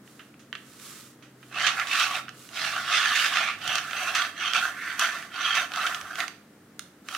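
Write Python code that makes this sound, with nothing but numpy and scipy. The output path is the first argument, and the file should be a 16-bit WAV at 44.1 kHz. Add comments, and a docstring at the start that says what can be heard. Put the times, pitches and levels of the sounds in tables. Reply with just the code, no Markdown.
"""A small quiet room, microphone close: two hands shuffle three plastic bottle caps over a wooden floor.
First faint ticks and empty hands hissing over the boards; from 1.5 s friction rings the caps in strokes,
with ticks as they catch or are set down and dull bumps of the heel of a hand, until the last stroke at 7 s.
The fingers grip loosely, firmly from 2.35 s, lightly from 3.48 s. Each grip filters the friction noise.
Behind it all: filtered room noise, a sine hum, and a far two-sine engine drone that steps down near 2.6 s."""
import sys
import numpy as np
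from scipy import signal
from scipy.fft import rfft, irfft, next_fast_len
from scipy.io import wavfile
from scipy.ndimage import uniform_filter1d

SR = 44100
rng = np.random.default_rng(int(sys.argv[2]) if len(sys.argv) > 2 else 0)


def waveform_to_disk(signal):
    """Save audio, clipped to [-1, 1], as 16-bit WAV at the path in sys.argv[1]."""
    frames = np.transpose(np.atleast_2d(signal))
    scaled = np.clip(frames, -1, 1) * 32767
    samples = np.round(scaled).astype(np.int16)
    wavfile.write(sys.argv[1], SR, samples)


N = 316197
T = np.arange(N) / SR

# Strokes of a cap pushed by a hand close to the microphone; the two hands overlap.
# Before small trims, level is the lower ring; bite (upper ring), weight (boards), hiss (skin) count against it.
# Columns: t/s, speeding up/s, slowing down/s, level/dB, bite/dB, weight/dB, hiss/dB, colour note f/Hz,
# lift or dip at that note/dB
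CAP_STROKES = [(1.47, 0.19, 0.13, -27.5, -1, -17.5, -26.5, 1650.0, 3),
               (1.7, 0.097, 0.1, -29.5, -12, -16, -22, 1360, -2.5),
               (1.8, 0.2, 0.15, -26, 1.0, -21.5, -19.5, 2750.0, 1.5),
               (2.01, 0.15, 0.08, -30, -5.5, -14, -20.5, 1400.0, -0.5),
               (2.46, 0.18, 0.21, -34.5, 2, -14, -15.5, 3300.0, -3),
               (2.61, 0.19, 0.17, -30.5, -6, -18, -24, 1450, 14),
               (2.8, 0.17, 0.13, -25.5, 0, -20, -25, 3300.0, 0),
               (2.941, 0.13, 0.14, -24.5, -4, -23.5, -25.0, 1823, 0.5),
               (3.07, 0.11, 0.24, -28, 2, -19, -16.5, 1756, 5.5),
               (3.27, 0.089, 0.14, -26.0, -4.0, -17.5, -25, 1290, 4.5),
               (3.33, 0.11, 0.19, -31.5, -1, -15, -24.5, 2360, 8),
               (3.54, 0.18, 0.17, -31.5, -0.5, -13, -20, 2900.0, 6.5),
               (3.72, 0.14, 0.16, -40, -8.5, -19.5, -17, 1400.0, -2),
               (3.8, 0.27, 0.13, -30.5, -2.0, -14, -19.0, 2650.0, 6),
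               (4.12, 0.04, 0.21, -27, -3.5, -17.5, -22.5, 1800.0, 4),
               (4.3, 0.18, 0.11, -30, -0.5, -21, -25.5, 3150.0, 10),
               (4.51, 0.049, 0.11, -28.5, 1.5, -14, -20.5, 2640, 4),
               (4.54, 0.11, 0.12, -29.5, -10.5, -17.5, -20.5, 1850.0, 5),
               (4.63, 0.27, 0.2, -33.5, -11.5, -25, -22.5, 1960, 7.5),
               (4.96, 0.06, 0.11, -23.5, -6.5, -24, -22.5, 1410, 1),
               (5.0, 0.098, 0.27, -34.5, -6.5, -16.0, -20, 1930, 3),
               (5.25, 0.25, 0.13, -27.5, -1.5, -23.0, -25.5, 3133, 7.5),
               (5.53, 0.03, 0.15, -24.5, -6, -17, -23.5, 1400.0, -2.5),
               (5.66, 0.14, 0.13, -31, -6.5, -12.5, -21.5, 1370, 6),
               (5.81, 0.03, 0.26, -29.5, -15, -20, -20, 1350.0, 6.0),
               (5.88, 0.27, 0.21, -39.5, -12, -13, -19, 1510, 7),
               (6.16, 0.038, 0.08, -28, -11, -17, -21, 1910, 6),
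               (7.02, 0.18, 0.13, -37, -1.5, -12.5, -13.5, 1370.0, 13)]
# Resonances of the cap's hollow and wall under three finger grips: f/Hz, width/Hz, lift/dB
LOOSE_GRIP_RINGS = [(740, 260, 12.5), (1150, 88, 9.5), (1330, 190, 8), (1570, 150, 3), (1740, 130, 4.5),
                    (2635, 140, 6), (3740, 300, 2)]
FIRM_GRIP_RINGS = [(730.4, 185, 8.6), (1162, 83, 6.3), (1394, 380, 9.7), (1740, 170, 7.6), (2240, 100, 1.6),
                   (2720, 120, 3.8), (3470, 700, 3.2), (4600, 194, 2.5)]
LIGHT_GRIP_RINGS = [(726, 140, 9.5), (1170, 76.4, 3), (1390, 360, 11), (1755, 73, 6.7), (2090, 300, 0),
                    (2653, 97, 7.5), (3203, 160, 5), (3650, 480, 3.5), (4500, 230, 7), (5800, 370, 5),
                    (6144, 235, 11), (6850, 680, -4.5)]


def slides(skin_trim_db=-0.54, firm_from_s=2.35, light_from_s=3.48):
    """All cap strokes, with the fingers brushing along; one track for each grip."""
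    grips = [LOOSE_GRIP_RINGS, FIRM_GRIP_RINGS, LIGHT_GRIP_RINGS]
    tracks = np.zeros((3, 2, N))
    for s, rise_s, fall_s, db, bite_db, weight_db, hiss_db, note_hz, lift_db in CAP_STROKES:
        held = np.searchsorted([firm_from_s, light_from_s], s)
        speed = hand_speed(rise_s, fall_s)
        scrape = slide(speed, grips[held], bite_db, weight_db, note_hz, lift_db)
        skin = amp(hiss_db + skin_trim_db) * brush(speed)
        add(tracks[held], s, amp(db) * (scrape + skin))
    return list(tracks)


def slide(speed, grip, bite_db, weight_db, note_hz, lift_db):
    """One stroke: rough friction rings the cap and boards, each voice growing as a power of hand speed."""
    rasp = friction(count=len(speed), per_s=4200, spread_db=3.0, smooth=0.67, judder_db=1.5, judder_hz=99)
    boom, lower, upper = cap_voices(stroke_colour(rasp, note_hz, lift_db), grip)
    rocking = amp(-0.36 * wander(42, count=len(speed)))  # rocking shifts the balance of the rings
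    # the rings need speed; the boards sound even when slow
    lower_ring = amp(-0.3) * speed ** 2.76 * lower
    upper_ring = amp(-0.14 + bite_db) * speed ** 3.12 * rocking * upper
    boards = amp(2.0 + weight_db) * speed ** 1.88 * boom
    return lower_ring + upper_ring + boards


def hand_speed(rise_s, fall_s):
    """A hand speeds up and slows to rest along two quarter sines; 1 at its fastest."""
    t = np.arange(0, rise_s + fall_s, 1 / SR)
    ramp = np.interp(t, [0, rise_s, rise_s + fall_s], [0, 1, 0])
    return np.sin(np.pi / 2 * ramp)


# Left-right likeness of the sounds close to the microphone: f/Hz, coherence (0 to 1)
NEAR_COHERENCE = [(310, 1), (1410, 0.96), (3110, 0.79), (6810, 0.073), (15100, 0.137)]


def friction(count, per_s, spread_db, smooth, judder_db, judder_hz):
    """Tiny slips of uneven size over a smooth rub; judder swells and thins them in clumps."""
    happens = rng.random(count) < per_s / SR
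    size = happens * amp(spread_db * np.minimum(rng.exponential(1, count), 3.5))
    slips = unit(size * rng.choice([-1., 1.], (2, count)))
    rub = smooth * rng.standard_normal((2, count))
    judder = amp(judder_db * wander(judder_hz, count=count))
    return pair((slips + rub) * judder, NEAR_COHERENCE)


def stroke_colour(drive, note_hz, lift_db, width_hz=520, patchy_db=3.0, patch_hz=260, patch_s=0.035):
    """Each stroke has one broad colour peak or dip; random patches in time and frequency make it drift."""
    hz, t, z = signal.stft(drive, SR, nperseg=512, noverlap=384)
    note_db = lift_db / (1 + (2 * (hz[:, None] - note_hz) / width_hz) ** 2)
    across_hz = (hz[:25, None] - hz[12]) / (patch_hz / 2)
    across_s = (t[:61] - t[30]) / (patch_s / 2)
    blur = np.exp(-across_hz ** 2 - across_s ** 2)
    patches = unit(signal.fftconvolve(rng.standard_normal(z.shape[1:]), blur, "same"))
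    coloured = z * amp(note_db + patchy_db * patches)
    return signal.istft(coloured, SR, nperseg=512, noverlap=384)[1][:, :drive.shape[1]]


# Broad colour of a cap on the boards: f/Hz, level/dB
CAP_COLOUR = [(200, -30), (480, -18.5), (690, -8), (930, -11.5), (1130, -2.5), (1800, -0.5), (3000, -1),
              (4800, -9), (6300, -10.5), (7500, -18), (10000, -25), (15000, -63)]


def cap_voices(drive, grip):
    """Friction rings a gripped cap: boards, lower ring and upper ring, each scaled by the rms in its band."""
    def colour_db(f):
        peaks = sum(db / (1 + (2 * (f - hz) / width) ** 2) for hz, width, db in grip)
        return read(CAP_COLOUR, f) + peaks

    cap = ring(drive, colour_db)
    boom, rest = split(cap, 960)
    lower, upper = split(rest, 2350)
    bands_hz = [(500, 950), (1000, 2300), (2400, 6400)]
    return [voice / band(cap.mean(0), *edges).std() for voice, edges in zip([boom, lower, upper], bands_hz)]


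# Colour of skin on the boards: f/Hz, level/dB
SKIN_COLOUR = [(400, -19.5), (900, -14), (1200, 5), (1800, -2.5), (2700, -2), (4100, -1.5), (4800, -2.5),
               (7400, 0), (11000, -4), (15800, -10.5)]


def brush(speed):
    """Skin on the boards: fine, dense friction with no ring, a wide hiss that follows the hand's speed."""
    rub = friction(count=len(speed), per_s=5100, spread_db=3.5, smooth=0.83, judder_db=0.9, judder_hz=62)
    hiss = ring(rub, lambda f: read(SKIN_COLOUR, f))
    return speed ** 1.77 * hiss / band(hiss.mean(0), 8000, 15000).std()


# Moments when a cap catches, knocks or is set down; brightness counts against the level, before a trim.
# Columns: t/s, level/dB, brightness/dB, chatter time/s
CAP_TICKS = [(0.077, -44.5, -24, 0.002), (0.1939, -41.5, -25, 0.02), (0.342, -48, -40, 0.002),
             (0.3941, -54.5, -3, 0.038), (0.5281, -26.5, -25, 0.0034), (0.552, -31, -21, 0.0048),
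             (0.798, -43, -13, 0.00183), (1.225, -48, -14, 0.04), (1.429, -43, -28, 0.006),
             (1.6665, -17.5, -9.5, 0.019), (1.797, -25, -12, 0.005), (1.872, -27.5, -12, 0.002),
             (1.9973, -23, -4, 0.0052), (2.2824, -32.5, -30, 0.0043), (2.292, -32.5, -12, 0.0019),
             (2.4902, -40.5, -7, 0.0018), (3.157, -22, -12.5, 0.032), (3.257, -21, -11, 0.013),
             (3.3707, -15.5, -22, 0.0041), (3.5881, -40.5, -8, 0.0018), (3.677, -26.5, -4.5, 0.0036),
             (3.7552, -17.5, -7, 0.0028), (3.7824, -23, -10, 0.0066), (3.9098, -28, -14, 0.0033),
             (3.9323, -24, -30, 0.00195), (4.150, -22, -7, 0.019), (4.389, -38.5, -19, 0.002),
             (4.5348, -19, -12, 0.0023), (4.9944, -23, 0, 0.0043), (5.226, -32.5, -24.5, 0.0024),
             (5.342, -35, -17, 0.002), (5.5522, -26, -5.5, 0.0047), (5.719, -27.5, -20, 0.0019),
             (5.737, -28, -15, 0.0029), (5.76, -27, -8.5, 0.0024), (5.832, -25.5, -20, 0.003),
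             (5.866, -22, -12, 0.007), (5.9461, -23, -10.5, 0.0031), (6.013, -30.5, -6, 0.0019),
             (6.156, -28.5, -9.5, 0.003), (6.204, -20.5, -12.5, 0.0044), (6.2807, -29.5, -6, 0.002),
             (6.7934, -32.5, 2.5, 0.002), (7.0868, -26.5, -12.5, 0.0035), (7.149, -24.5, -15, 0.003)]
# Colour of a sharp knock of plastic on wood: f/Hz, level/dB
KNOCK_COLOUR = [(200, -44), (600, -16.5), (920, -21), (1200, 1), (1500, 1.5), (2100, -3.5), (3000, -0.5),
                (4000, -3), (5400, -2), (6400, 2), (7500, -7.5), (11000, -18), (16000, -28)]


def ticks(treble_trim_db=-1, chatter=0.25, size=4096):
    """The rim strikes once and chatters on, ringing the cap's body and its bright edge."""
    out, t = np.zeros((2, N)), np.arange(size) / SR
    grits = rng.standard_normal((len(CAP_TICKS), 2, size))
    for (s, db, bright_db, chatter_s), grit in zip(CAP_TICKS, grits):
        force = chatter * grit * np.exp(-t / max(chatter_s, 1 / SR))
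        force[0, 0] += 1  # the first strike
        soft_db = 0.5 * min(bright_db, 0)  # a long, soft contact cannot wake the wall's upper modes
        hard_db = max(bright_db + 10, 0)  # a hard one snaps in the top octave

        def colour_db(f):
            softened = soft_db / (1 + (3600 / (f + 1)) ** 10)
            hardened = hard_db / (1 + (7200 / (f + 1)) ** 10)
            return read(KNOCK_COLOUR, f) + softened + hardened

        knock = ring(pair(force, NEAR_COHERENCE), colour_db)
        body, edge = split(knock, 4800)
        bright_edge = amp(bright_db + treble_trim_db) * edge / strongest(edge)
        add(out, s, amp(db) * (body / strongest(body) + bright_edge))
    return out


def strongest(x):
    """The rms of a sound's loudest millisecond and a half."""
    return np.sqrt(uniform_filter1d(x.mean(0) ** 2, size=66).max())


# Sweeps of an empty hand over the boards, level before a trim:
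# t/s, speeding up/s, slowing down/s, level/dB
HAND_SWISHES = [(0.0, 0.1, 0.3, -65), (0.44, 0.42, 0.072, -58.5), (0.759, 0.11, 0.33, -51.5),
                (1.33, 0.17, 0.05, -65), (2.29, 0.14, 0.14, -56.5)]


def swishes(trim_db=-1.5):
    """Empty hands drawn back over the floor: skin friction alone, shaped by hand speed."""
    out = np.zeros((2, N))
    for s, rise_s, fall_s, db in HAND_SWISHES:
        add(out, s, amp(db + trim_db) * brush(hand_speed(rise_s, fall_s)))
    return out


# Bumps of the heel of a hand on the floor: t/s, peak level/dB
HEEL_BUMPS = [(1.659, -60), (3.66, -45), (4.2, -57), (6.019, -53)]


def bumps(low_hz=66, high_hz=168, swell_s=0.0145):
    """Soft flesh gives the boards a dull, low push: band noise that swells and dies."""
    out, t = np.zeros((2, N)), np.arange(SR // 3) / SR
    for (s, db), noise in zip(HEEL_BUMPS, rng.standard_normal((len(HEEL_BUMPS), len(t)))):
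        thud = band(noise, low_hz, high_hz) * t * np.exp(-t / swell_s)
        add(out, s, amp(db) * thud[None] / abs(thud).max())
    return out


# Time for the room's echoes to fall by 60 dB: f/Hz, t60/s
ECHO_DECAY = [(300, 0.55), (1300, 0.37), (4200, 0.38), (7500, 0.34), (14000, 0.38)]
# Left-right likeness of the echoes and the room noise: f/Hz, coherence (0 to 1)
ROOM_COHERENCE = [(30, .98), (105, .996), (260, 1), (510, 0.88), (1510, 0.63), (4100, 0.081), (12100, .06)]


def room(x, wet_db, first_s=0.0049):
    """Sparse echoes from walls and curtain, each band dying at its own speed."""
    count = SR // 2
    taps = rng.choice([-1., 1.], (2, count)) * (rng.random((2, count)) < 4000 / SR)
    hz, t, z = signal.stft(taps, SR, nperseg=256)
    decay_db = -60 * t / read(ECHO_DECAY, hz)[:, None]
    tail = signal.istft(z * amp(decay_db), SR, nperseg=256)[1]
    onset = np.clip(np.arange(tail.shape[1]) / SR / first_s - .5, 0, 1)  # a gap, then a quick ramp
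    tail = pair(tail * onset, ROOM_COHERENCE)
    echoes = signal.fftconvolve(x, tail / np.linalg.norm(tail[0]), axes=1)[:, :N]
    return x + amp(wet_db) * echoes


# Colour of the room noise: f/Hz, level/dB
AIR_COLOUR = [(25, -40), (70, -16), (110, -9), (220, 0.5), (320, -4), (420, -7), (600, -12.5), (950, -18),
              (1300, -15), (1800, -16.5), (2600, -23), (4500, -26), (9000, -28), (15800, -32)]
# Second shaft order of a far engine, before and after a gear change: t/s, f/Hz, level/dB
ENGINE_BEFORE = [(0, 131.7, -63.5), (.9, 131.9, -64.5), (1.7, 127, -56.5), (1.9, 126, -69),
                 (2.25, 128.3, -57), (2.55, 125, -68)]
ENGINE_AFTER = [(2.6, 101.6, -65), (2.8, 102.2, -61.5), (3.25, 104, -68.5), (3.62, 102.5, -62),
                (3.9, 101.4, -64.5), (4.6, 97.6, -70), (5.8, 99.6, -70.5), (7.15, 100.6, -77)]


def background(air_db=-54.5, hum_hz=300.6, hum_db=-64.5):
    """Steady room noise, a sine hum wavering in level and the far engine."""
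    noise = pair(rng.standard_normal((2, N)), ROOM_COHERENCE)
    air = unit(shape(noise, lambda f: amp(read(AIR_COLOUR, f))))
    hum = np.sqrt(2) * amp(hum_db + 1.5 * wander(4.1)) * np.sin(2 * np.pi * hum_hz * T)
    engine = drone(ENGINE_BEFORE, third_db=-32) + drone(ENGINE_AFTER, third_db=1.5)
    return amp(air_db) * air + hum + engine


def drone(rows, third_db):
    """Second and third shaft orders of a far engine, as two sines; the third wavers in level."""
    angle = 2 * np.pi * np.cumsum(follow(rows)) / SR
    third = amp(third_db + 3 * wander(1.5)) * np.sin(angle * 3 / 2)
    level = np.sqrt(2) * during(rows, fade_s=0.077) * amp(follow(rows, column=2))
    return level * (np.sin(angle) + third)


def follow(rows, column=1):
    """A curve's value at every sample."""
    rows = np.asarray(rows)
    return np.interp(T, rows[:, 0], rows[:, column])


def during(rows, fade_s):
    """1 while a curve lasts, with short fades."""
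    return np.clip(np.minimum(T - rows[0][0], rows[-1][0] - T) / fade_s + .5, 0, 1)


def amp(db):
    """Decibels to gain."""
    return 10 ** (np.asarray(db) / 20)


def unit(x):
    """Scales to rms 1."""
    return x / np.sqrt(np.mean(x ** 2) + 1e-20)


def read(points, hz):
    """A table's value on a log-frequency axis."""
    f, value = np.transpose(points)
    return np.interp(np.log(hz + 1), np.log(f + 1), value)


def add(mix, s, sound):
    """Lays a sound into the mix at time s."""
    part = mix[:, max(round(s * SR), 0):][:, :sound.shape[1]]
    part += sound[:, :part.shape[1]]


def shape(x, gain):
    """Filters by a gain that is a function of frequency."""
    size = next_fast_len(x.shape[-1] + 2048)
    spectrum = rfft(x, size) * gain(np.fft.rfftfreq(size, 1 / SR))
    return irfft(spectrum, size)[..., :x.shape[-1]]


def band(x, lo_hz, hi_hz):
    """One band of a sound, with steep edges."""
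    return shape(x, lambda f: 1 / np.sqrt((1 + (lo_hz / (f + 1)) ** 20) * (1 + (f / hi_hz) ** 20)))


def split(x, hz):
    """The parts of a sound below and above a frequency."""
    below = shape(x, lambda f: 1 / (1 + (f / hz) ** 10))
    return below, x - below


def ring(x, colour_db, size=2048):
    """Passes x through a causal (minimum-phase) body whose gain in dB is a function of frequency."""
    log_gain = np.log(amp(colour_db(abs(np.fft.fftfreq(size, 1 / SR)))))
    response = np.fft.ifft(np.exp(np.conj(signal.hilbert(log_gain)))).real
    return signal.oaconvolve(x, response[None, :size // 2], axes=1)[:, :x.shape[1]]


def pair(x, coherence):
    """Turns two signals into left and right, as mid and side weighted by a given likeness."""
    mid = shape(x[0], lambda f: np.sqrt((1 + np.clip(read(coherence, f), 0, 1)) / 2))
    side = shape(x[1], lambda f: np.sqrt((1 - np.clip(read(coherence, f), 0, 1)) / 2))
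    return np.array([mid + side, mid - side])


def wander(rate_hz, count=N):
    """Slow chance of rms 1."""
    return unit(shape(rng.standard_normal(count), lambda f: 1 / (1 + (f / rate_hz) ** 4)))


# Stereo balance of the caps and hands: f/Hz, left minus right level/dB
NEAR_BALANCE = [(210, -3), (710, -1.1), (1310, -3.5), (2410, -5), (4410, -7.5), (8110, -2.5), (15100, -2.5)]


def scene():
    """Caps and hands lie a little to the right; each grip's track, swishes and ticks has its own echoes."""
    rubbed = sum(room(track, wet_db=-8.5) for track in slides() + [swishes()])
    left, right = rubbed + room(ticks(), wet_db=-7.0)
    left = shape(left, lambda f: amp(read(NEAR_BALANCE, f) / 2))
    right = shape(right, lambda f: amp(-read(NEAR_BALANCE, f) / 2))
    return np.array([left, right]) + bumps() + background()


def record(dry, edge_hz=15900):
    """The recorder's band limit: a steep low-pass."""
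    lowpass = signal.firwin(511, edge_hz, window=("kaiser", 9), fs=SR)
    return signal.oaconvolve(dry, lowpass[None], "same")


dry = scene()
out = record(dry)
waveform_to_disk(out)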